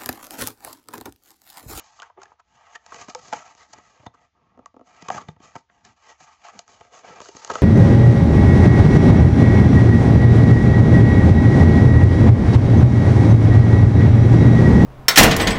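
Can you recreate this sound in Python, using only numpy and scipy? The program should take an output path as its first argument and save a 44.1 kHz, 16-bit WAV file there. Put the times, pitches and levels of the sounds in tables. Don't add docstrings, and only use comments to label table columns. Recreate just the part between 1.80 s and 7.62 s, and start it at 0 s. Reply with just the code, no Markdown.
import sys
import numpy as np
from scipy import signal
from scipy.fft import rfft, irfft
from scipy.io import wavfile

SR = 44100
rng = np.random.default_rng(int(sys.argv[2]) if len(sys.argv) > 2 else 0)


def master(y):
    cut = np.clip(np.atleast_2d(y).T, -1, 1)
    pcm = np.round(cut * 32767)
    wavfile.write(sys.argv[1], SR, pcm.astype(np.int16))


N = 256662
LEAD_S = .025

# f/Hz, width/Hz, level/dB
THUD_MODES = [(102, 42, -4), (135, 71, -1.5), (168, 87, -4), (230, 130, 1)]
CARD_MODES = [(280, 110, -15), (419, 37, -2.5), (482, 73, 5.5), (700, 270, -5.5)]
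SHELL_MODES = [(725, 65, -3), (800, 60, -7), (868, 60, 0), (920, 40, -6)]
WALL_MODES = [(1095, 70, -1), (1205, 75, 0), (1310, 75, -1)]
CREASE_MODES = [(1640, 190, 0), (1940, 190, 0), (2330, 350, -4), (2900, 400, -6), (3400, 500, -9)]
EDGE_MODES = [(3890, 130, -10), (4300, 2800, 4.5), (5290, 670, -5), (5910, 210, -2), (6370, 560, 9.5),
              (6700, 210, -4)]
PARTS = [THUD_MODES, CARD_MODES, SHELL_MODES, WALL_MODES, CREASE_MODES, EDGE_MODES]
# low f/Hz, high f/Hz
PART_BANDS = [(50, 376), (230, 675), (620, 954), (1050, 1331), (1450, 3130), (3800, 8600)]


def from_db(db):
    return 10 ** (np.asarray(db) / 20)


def rms_one(x):
    return x / np.sqrt(np.mean(x ** 2) + 1e-30)


def at_level(ring, db):
    return from_db(db) * ring / np.sqrt(np.sum(ring ** 2) / (.01 * SR))


def drift(rate):
    steps = np.arange(N) * rate / SR
    return rms_one(np.interp(steps, np.arange(N), rng.standard_normal(N)))


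def resonate(force, modes, band_hz, strengths_db):
    out = 0
    for (hz, width_hz, db), strength_db in zip(modes, strengths_db):
        radius = np.exp(-np.pi * width_hz / SR)
        feedback = [1, -2 * radius * np.cos(2 * np.pi * hz / SR), radius ** 2]
        ring = signal.lfilter([1, 0, -1], feedback, force + 1e-18)
        out = out + (1 - radius ** 2) * ring * from_db(db + strength_db)
    return signal.sosfilt(signal.butter(3, band_hz, "band", fs=SR, output="sos"), out)


def part_levels(at_s, db, treble_db, bass_db, mix_db):
    # t/s, gain/dB
    card_freedom = [(0, -2), (3.3, 0), (4.5, -4.5), (4.8, 4.5)]
    free_db = np.interp(at_s, *np.transpose(card_freedom))
    card_db, shell_db, wall_db, crease_db = mix_db
    return [db + bass_db,
            db + card_db + free_db + 0.35 * bass_db,
            db + shell_db,
            db + wall_db,
            db + crease_db + 0.31 * treble_db,
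            db + treble_db]


def room_tone():
    # f/Hz, relative density/dB
    spectrum = [(20, -15.5), (70, 12.5), (150, -7.5), (400, -29.5), (850, -18), (2000, -11), (4500, -17),
                (6600, -19.5), (9000, -45)]
    hz, db = np.transpose(spectrum)
    bins_hz = np.maximum(np.fft.rfftfreq(N, 1 / SR), 1)
    colour = from_db(np.interp(np.log(bins_hz), np.log(hz), db))
    return from_db(-75.5) * rms_one(irfft(rfft(rng.standard_normal(N)) * colour, N))


def catches(per_s, size_db):
    sizes = from_db(size_db * np.minimum(rng.exponential(1, N), 3.5))
    signs = rng.choice([-1, 1], N)
    return rms_one(sizes * signs * (rng.random(N) < per_s / SR))


def friction(smooth_db, tick_db, judder_db, judder_rate):
    fibres = catches(per_s=2500, size_db=3.5)
    ticks = from_db(tick_db) * catches(per_s=76, size_db=4.5)
    hiss = from_db(smooth_db) * rng.standard_normal(N)
    return rms_one((fibres + ticks + hiss) * from_db(judder_db * drift(judder_rate)))


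def stroke_gains(strokes, attack_db_per_s, release_db_per_s, mix_db):
    t = np.arange(0, N, 32) / SR
    gains = 0
    for start, end, start_db, end_db, treble_db, bass_db in strokes:
        fade_db = attack_db_per_s * np.maximum(start - t, 0) + release_db_per_s * np.maximum(t - end, 0)
        db = np.interp(t, [start, end], [start_db, end_db]) - fade_db
        hiss_db = treble_db - 0.12 * fade_db
        gains = np.maximum(gains, from_db(part_levels(start, db, hiss_db, bass_db, mix_db)))
    return [np.interp(np.arange(N) / SR, t, gain) for gain in gains]


def hand_echo(x, lag_s, sway, sway_rate, echo_db):
    n = np.arange(N)
    lag_samples = lag_s * SR * np.exp(sway * drift(sway_rate))
    echo = np.interp(n - lag_samples, n, x)
    return (x + from_db(echo_db) * echo) / np.hypot(1, from_db(echo_db))


def rubbing(force, gains):
    out = 0
    for modes, band_hz, gain in zip(PARTS, PART_BANDS, gains):
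        turns_db = np.array([2.6 * drift(16) for mode in modes])
        turns_db -= turns_db.mean(axis=0)
        out = out + gain * rms_one(resonate(force, modes, band_hz, turns_db))
    return hand_echo(out, lag_s=.0016, sway=.3, sway_rate=6.4, echo_db=-11.0)


def finger_slides():
    # start t/s, end t/s, start level/dB, end level/dB, treble/dB and bass/dB re level
    strokes = [(0, .015, -47, -52.5, -5.5, -17), (.03, .18, -61.5, -61, 0.5, -17.5),
               (.2, .275, -54, -56.5, -11, -26), (.4, .53, -56, -62.5, -15.5, -15),
               (.66, .76, -76.5, -63, -4, -5.5), (.77, .95, -60, -53, -11, -24.5),
               (.99, 1.11, -72.5, -50.5, -6.5, -15.5), (1.24, 1.28, -57.5, -65, 1, -7),
               (1.78, 1.83, -55, -53, -4, -18), (1.87, 1.92, -70.5, -62, 0, -5),
               (1.945, 1.99, -56, -54, -9, -3.5), (2.01, 2.25, -60, -63.5, -5, -10),
               (2.35, 2.45, -69.5, -65, -9.5, -8), (2.56, 2.85, -67.5, -67, -28, -1.5),
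               (3.07, 3.27, -60, -53, -7, -12), (3.44, 3.5, -68, -61, -6, 3),
               (3.635, 3.74, -51.5, -63, -3, -8.5), (3.77, 3.8, -60, -70, 1, -16),
               (3.92, 4.02, -65.5, -67, -8, -7), (4.06, 4.12, -54.5, -64, -4, 0.5),
               (4.17, 4.31, -67, -48.5, -5, -18.5), (4.41, 4.44, -58, -58, 2.5, -19),
               (4.47, 4.54, -56, -56.5, -8, -21), (4.58, 4.64, -68.5, -56.5, -7.5, -14),
               (4.65, 4.7, -45.5, -48.5, -10.5, -39), (4.72, 4.8, -57, -55, -6, -11.5),
               (4.89, 5.08, -56, -62.5, -3.5, -12), (5.135, 5.2, -49.5, -52.5, -5.5, -17.5),
               (5.25, 5.39, -47, -48.5, -10.5, -13)]
    force = friction(smooth_db=-2, tick_db=-10.5, judder_db=1.15, judder_rate=120)
    gains = stroke_gains(strokes, attack_db_per_s=544, release_db_per_s=331.5,
                         mix_db=(-6, -2.5, -3.5, -2.5))
    return rubbing(force, gains)


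def slip(length_s, crack, lead_db, tail_db, tail_s):
    release = round(LEAD_S * SR)
    t = (np.arange(SR // 6) - release) / SR
    brittle = np.exp(-(length_s / 0.0036) ** 2)
    creep = from_db(lead_db) * (1 - brittle) * np.exp(-np.abs(t) / 0.005)
    run = np.exp(-(t / length_s - .45) ** 2 / 0.41)
    rustle = from_db(tail_db) * np.exp(-np.abs(t) / tail_s)
    force = np.where(t < 0, creep, run + rustle) * rng.laplace(0, 1, len(t))
    force /= np.sqrt(np.sum(force ** 2))
    force[release] += crack * brittle
    return force


def panel(force, hz, longest_t60_s):
    t60_s = longest_t60_s * min(1, 1100 / hz)
    width_hz = np.log(1000) / (np.pi * t60_s)
    return resonate(force, [(hz, width_hz, 0)], [hz / 2, min(hz * 2, SR / 3)], [0])


def blows(slips, mix_db, panel_db, panel_t60_s):
    out = np.zeros(N + SR)
    for at_s, length_s, db, treble_db, bass_db, panel_hz in slips:
        force = slip(length_s, crack=2.0, lead_db=-10, tail_db=-17.5, tail_s=0.012)
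        sound = at_level(panel(force, panel_hz, panel_t60_s), db + panel_db)
        levels_db = part_levels(at_s, db, treble_db, bass_db, mix_db)
        for modes, band_hz, part_db in zip(PARTS, PART_BANDS, levels_db):
            strengths_db = rng.normal(0, 2, len(modes))
            sound += at_level(resonate(force, modes, band_hz, strengths_db), part_db)
        start = round((at_s - LEAD_S) * SR)
        out[start:start + len(sound)] += sound
    return out[:N]


def shell_snaps():
    # t/s, slip length/s, level/dB, treble/dB and bass/dB re level, panel f/Hz
    snaps = [(.19, 0.0068, -53, -8, -22, 1190), (.2, 0.0015, -48, -5, -28, 2930),
             (.2205, 0.0011, -43, -5.5, -38, 1430), (.229, 0.0031, -46.5, -9, -37, 1626),
             (.299, 0.0047, -52.5, -32, -25, 960), (.417, .004, -49.5, -7, -22, 1360),
             (.431, .005, -51, 2, -24, 840), (.456, 0.0022, -57, -11, -31, 1720),
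             (.518, 0.00098, -52, -51, -22, 920), (.594, 0.011, -55.5, -12, -42, 996),
             (.951, 0.011, -41.5, -5.5, -28.5, 1840), (1.063, 0.0028, -54, 3, -26, 890),
             (1.1215, 0.0035, -41, -18, -17, 1094), (1.144, 0.0012, -49, 0.5, -10, 883),
             (1.2835, 0.005, -44.5, -6, 3, 650), (1.3488, 0.0016, -43.5, 7, -26, 830),
             (1.527, 0.00064, -30.5, -16, -18, 850), (1.5314, 0.0051, -30.5, -8.5, -11, 835),
             (1.5351, 0.0015, -41, -18, -20, 910), (1.7504, 0.0013, -60.5, 2.5, -4, 880),
             (1.931, 0.0081, -50.5, 6, -16, 840), (1.985, .001, -57.5, -1.5, 4.5, 870),
             (2.228, .014, -55.5, -19, -3, 615), (2.263, 0.0054, -43, -12.5, -6, 886),
             (2.339, 0.014, -57.5, -11, -7, 1148), (2.859, 0.0009, -46, -6.5, -38, 1153),
             (3.26, 0.0025, -55, -21, -19, 886), (3.285, 0.0032, -35, -5.5, -9, 1125),
             (3.3022, .0016, -27, -19.5, -17, 760), (3.378, 0.006, -37, -10.5, -28, 1173),
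             (3.754, 0.0038, -41, -13.5, -5, 877), (3.759, 0.0053, -39.5, -12.5, -3, 890),
             (3.897, 0.0059, -61, -26, -16, 1620), (4.049, 0.0048, -59, 7.5, -10, 1770),
             (4.404, 0.0063, -54.5, -3, -6, 760), (4.685, 0.0016, -50, -4, -31, 1110),
             (4.7915, 0.0025, -46.5, 7.5, -22, 696), (4.879, 0.00077, -59, 2.5, -28, 1240),
             (5.007, 0.0075, -47, -14, -8.5, 680), (5.242, 0.0077, -50, -15, -24, 724),
             (5.403, 0.0013, -43.5, -5.5, -8, 1080), (5.416, 0.0035, -46, -1, -9, 577),
             (5.457, 0.0046, -50.5, -4, -26, 1360), (5.485, 0.0057, -47, -1, -22, 404),
             (5.567, .0026, -48, -8, -12, 6400), (5.6475, 0.0023, -42.5, -1, -35, 6500),
             (5.699, 0.0088, -27.5, -12, -15.5, 1070), (5.712, 0.01, -35.5, -5, -9, 520),
             (5.7545, .0023, -28, -15, -18, 1297)]
    return blows(snaps, mix_db=(-2.5, -5, -4.5, -3.5), panel_db=3, panel_t60_s=0.035)


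def blister_knocks():
    # t/s, slip length/s, level/dB, treble/dB and bass/dB re level, panel f/Hz
    bumps = [(.372, 0.016, -46, -47, -20, 389), (1.351, 0.0029, -37, -37, -35, 500),
             (2.197, 0.0083, -57, -14, -3, 128), (2.266, 0.0024, -46.5, -13, 5, 119),
             (3.222, 0.0044, -49.5, -0.5, -0.5, 169), (3.484, 0.0054, -41.5, -17, 5, 154),
             (3.563, 0.0042, -59, -26, 1, 108), (3.602, 0.0034, -58.5, -14, 4, 162),
             (4.41, 0.022, -62, -16, 2, 136), (4.745, 0.027, -55, -20, 0, 191),
             (5.303, 0.0054, -56, -9, 4, 154), (5.55, 0.0021, -51.5, -11, 6, 263)]
    return blows(bumps, mix_db=(-4, 0, -6.5, -1), panel_db=1.5, panel_t60_s=.1)


def seam_rips():
    # start t/s, end t/s, start level/dB, end level/dB, treble/dB and bass/dB re level
    tears = [(1.125, 1.22, -51.5, -44.5, -1.5, -11), (1.292, 1.315, -48, -51.5, 0.5, -15),
             (1.36, 1.52, -54.5, -52.5, 0.5, -6), (1.537, 1.59, -41, -43.5, -4, -8.5),
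             (1.6, 1.73, -47.5, -56, -5, -17.5), (3.315, 3.41, -40.5, -42, -8, -7),
             (5.41, 5.6, -55.5, -54, 1.5, -13), (5.62, 5.7, -52, -48.5, -1, -18),
             (5.735, 5.82, -36.5, -45, -5, -13)]
    force = friction(smooth_db=5, tick_db=-2.5, judder_db=2.0, judder_rate=130)
    gains = stroke_gains(tears, attack_db_per_s=998, release_db_per_s=485, mix_db=(-5.5, -1, -3.5, -4))
    return rubbing(force, gains)


def toy_clinks():
    # t/s, level/dB
    jolts = [(1.35, -60), (2.268, -51), (3.486, -51)]
    # f/Hz, width/Hz, level/dB
    toy_modes = [(3450, 70, 0), (3620, 51, 4), (3930, 45, -11), (4030, 49, 0.5), (4460, 80, -7.5)]
    out = np.zeros(N + SR)
    knock = signal.unit_impulse(SR // 4)
    for at_s, db in jolts:
        strengths_db = rng.normal(0, 4, len(toy_modes))
        ring = at_level(resonate(knock, toy_modes, [2500, 6000], strengths_db), db)
        start = round(at_s * SR)
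        out[start:start + len(ring)] += ring
    return out[:N]


def card_creaks():
    # t/s, level/dB
    steps = [(2.775, -54.5), (2.7912, -50.5), (2.942, -57), (2.965, -50.5), (2.9942, -53.5), (3.011, -52)]
    length_s, treble_db, bass_db, panel_hz = 0.0021, -27, -5.5, 257
    slips = [(at_s, length_s, db, treble_db, bass_db, panel_hz) for at_s, db in steps]
    return blows(slips, mix_db=(5.5, -1, -5, -10.5), panel_db=4.5, panel_t60_s=0.047)


def room_tail(x, t60_s=0.21):
    t = np.arange(SR // 2) / SR
    tail = rng.standard_normal(len(t)) * from_db(-60 * t / t60_s) * (t > .006)
    tail /= np.sqrt(np.sum(tail ** 2))
    tail = signal.sosfilt(signal.butter(1, 3000, fs=SR, output="sos"), tail)
    return from_db(-16) * signal.fftconvolve(x, tail)[:N]


def scene():
    pack = shell_snaps() + blister_knocks() + card_creaks() + finger_slides() + seam_rips() + toy_clinks()
    return (pack + room_tail(pack) + room_tone())[None, :]


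def record(dry):
    rolloff_hz, cutoff_hz = 7600, 8726
    soft = signal.sosfilt(signal.butter(8, rolloff_hz, fs=SR, output="sos"), dry)
    return signal.sosfilt(signal.cheby2(12, 48, cutoff_hz, fs=SR, output="sos"), soft)


dry = scene()
out = record(dry)
master(out)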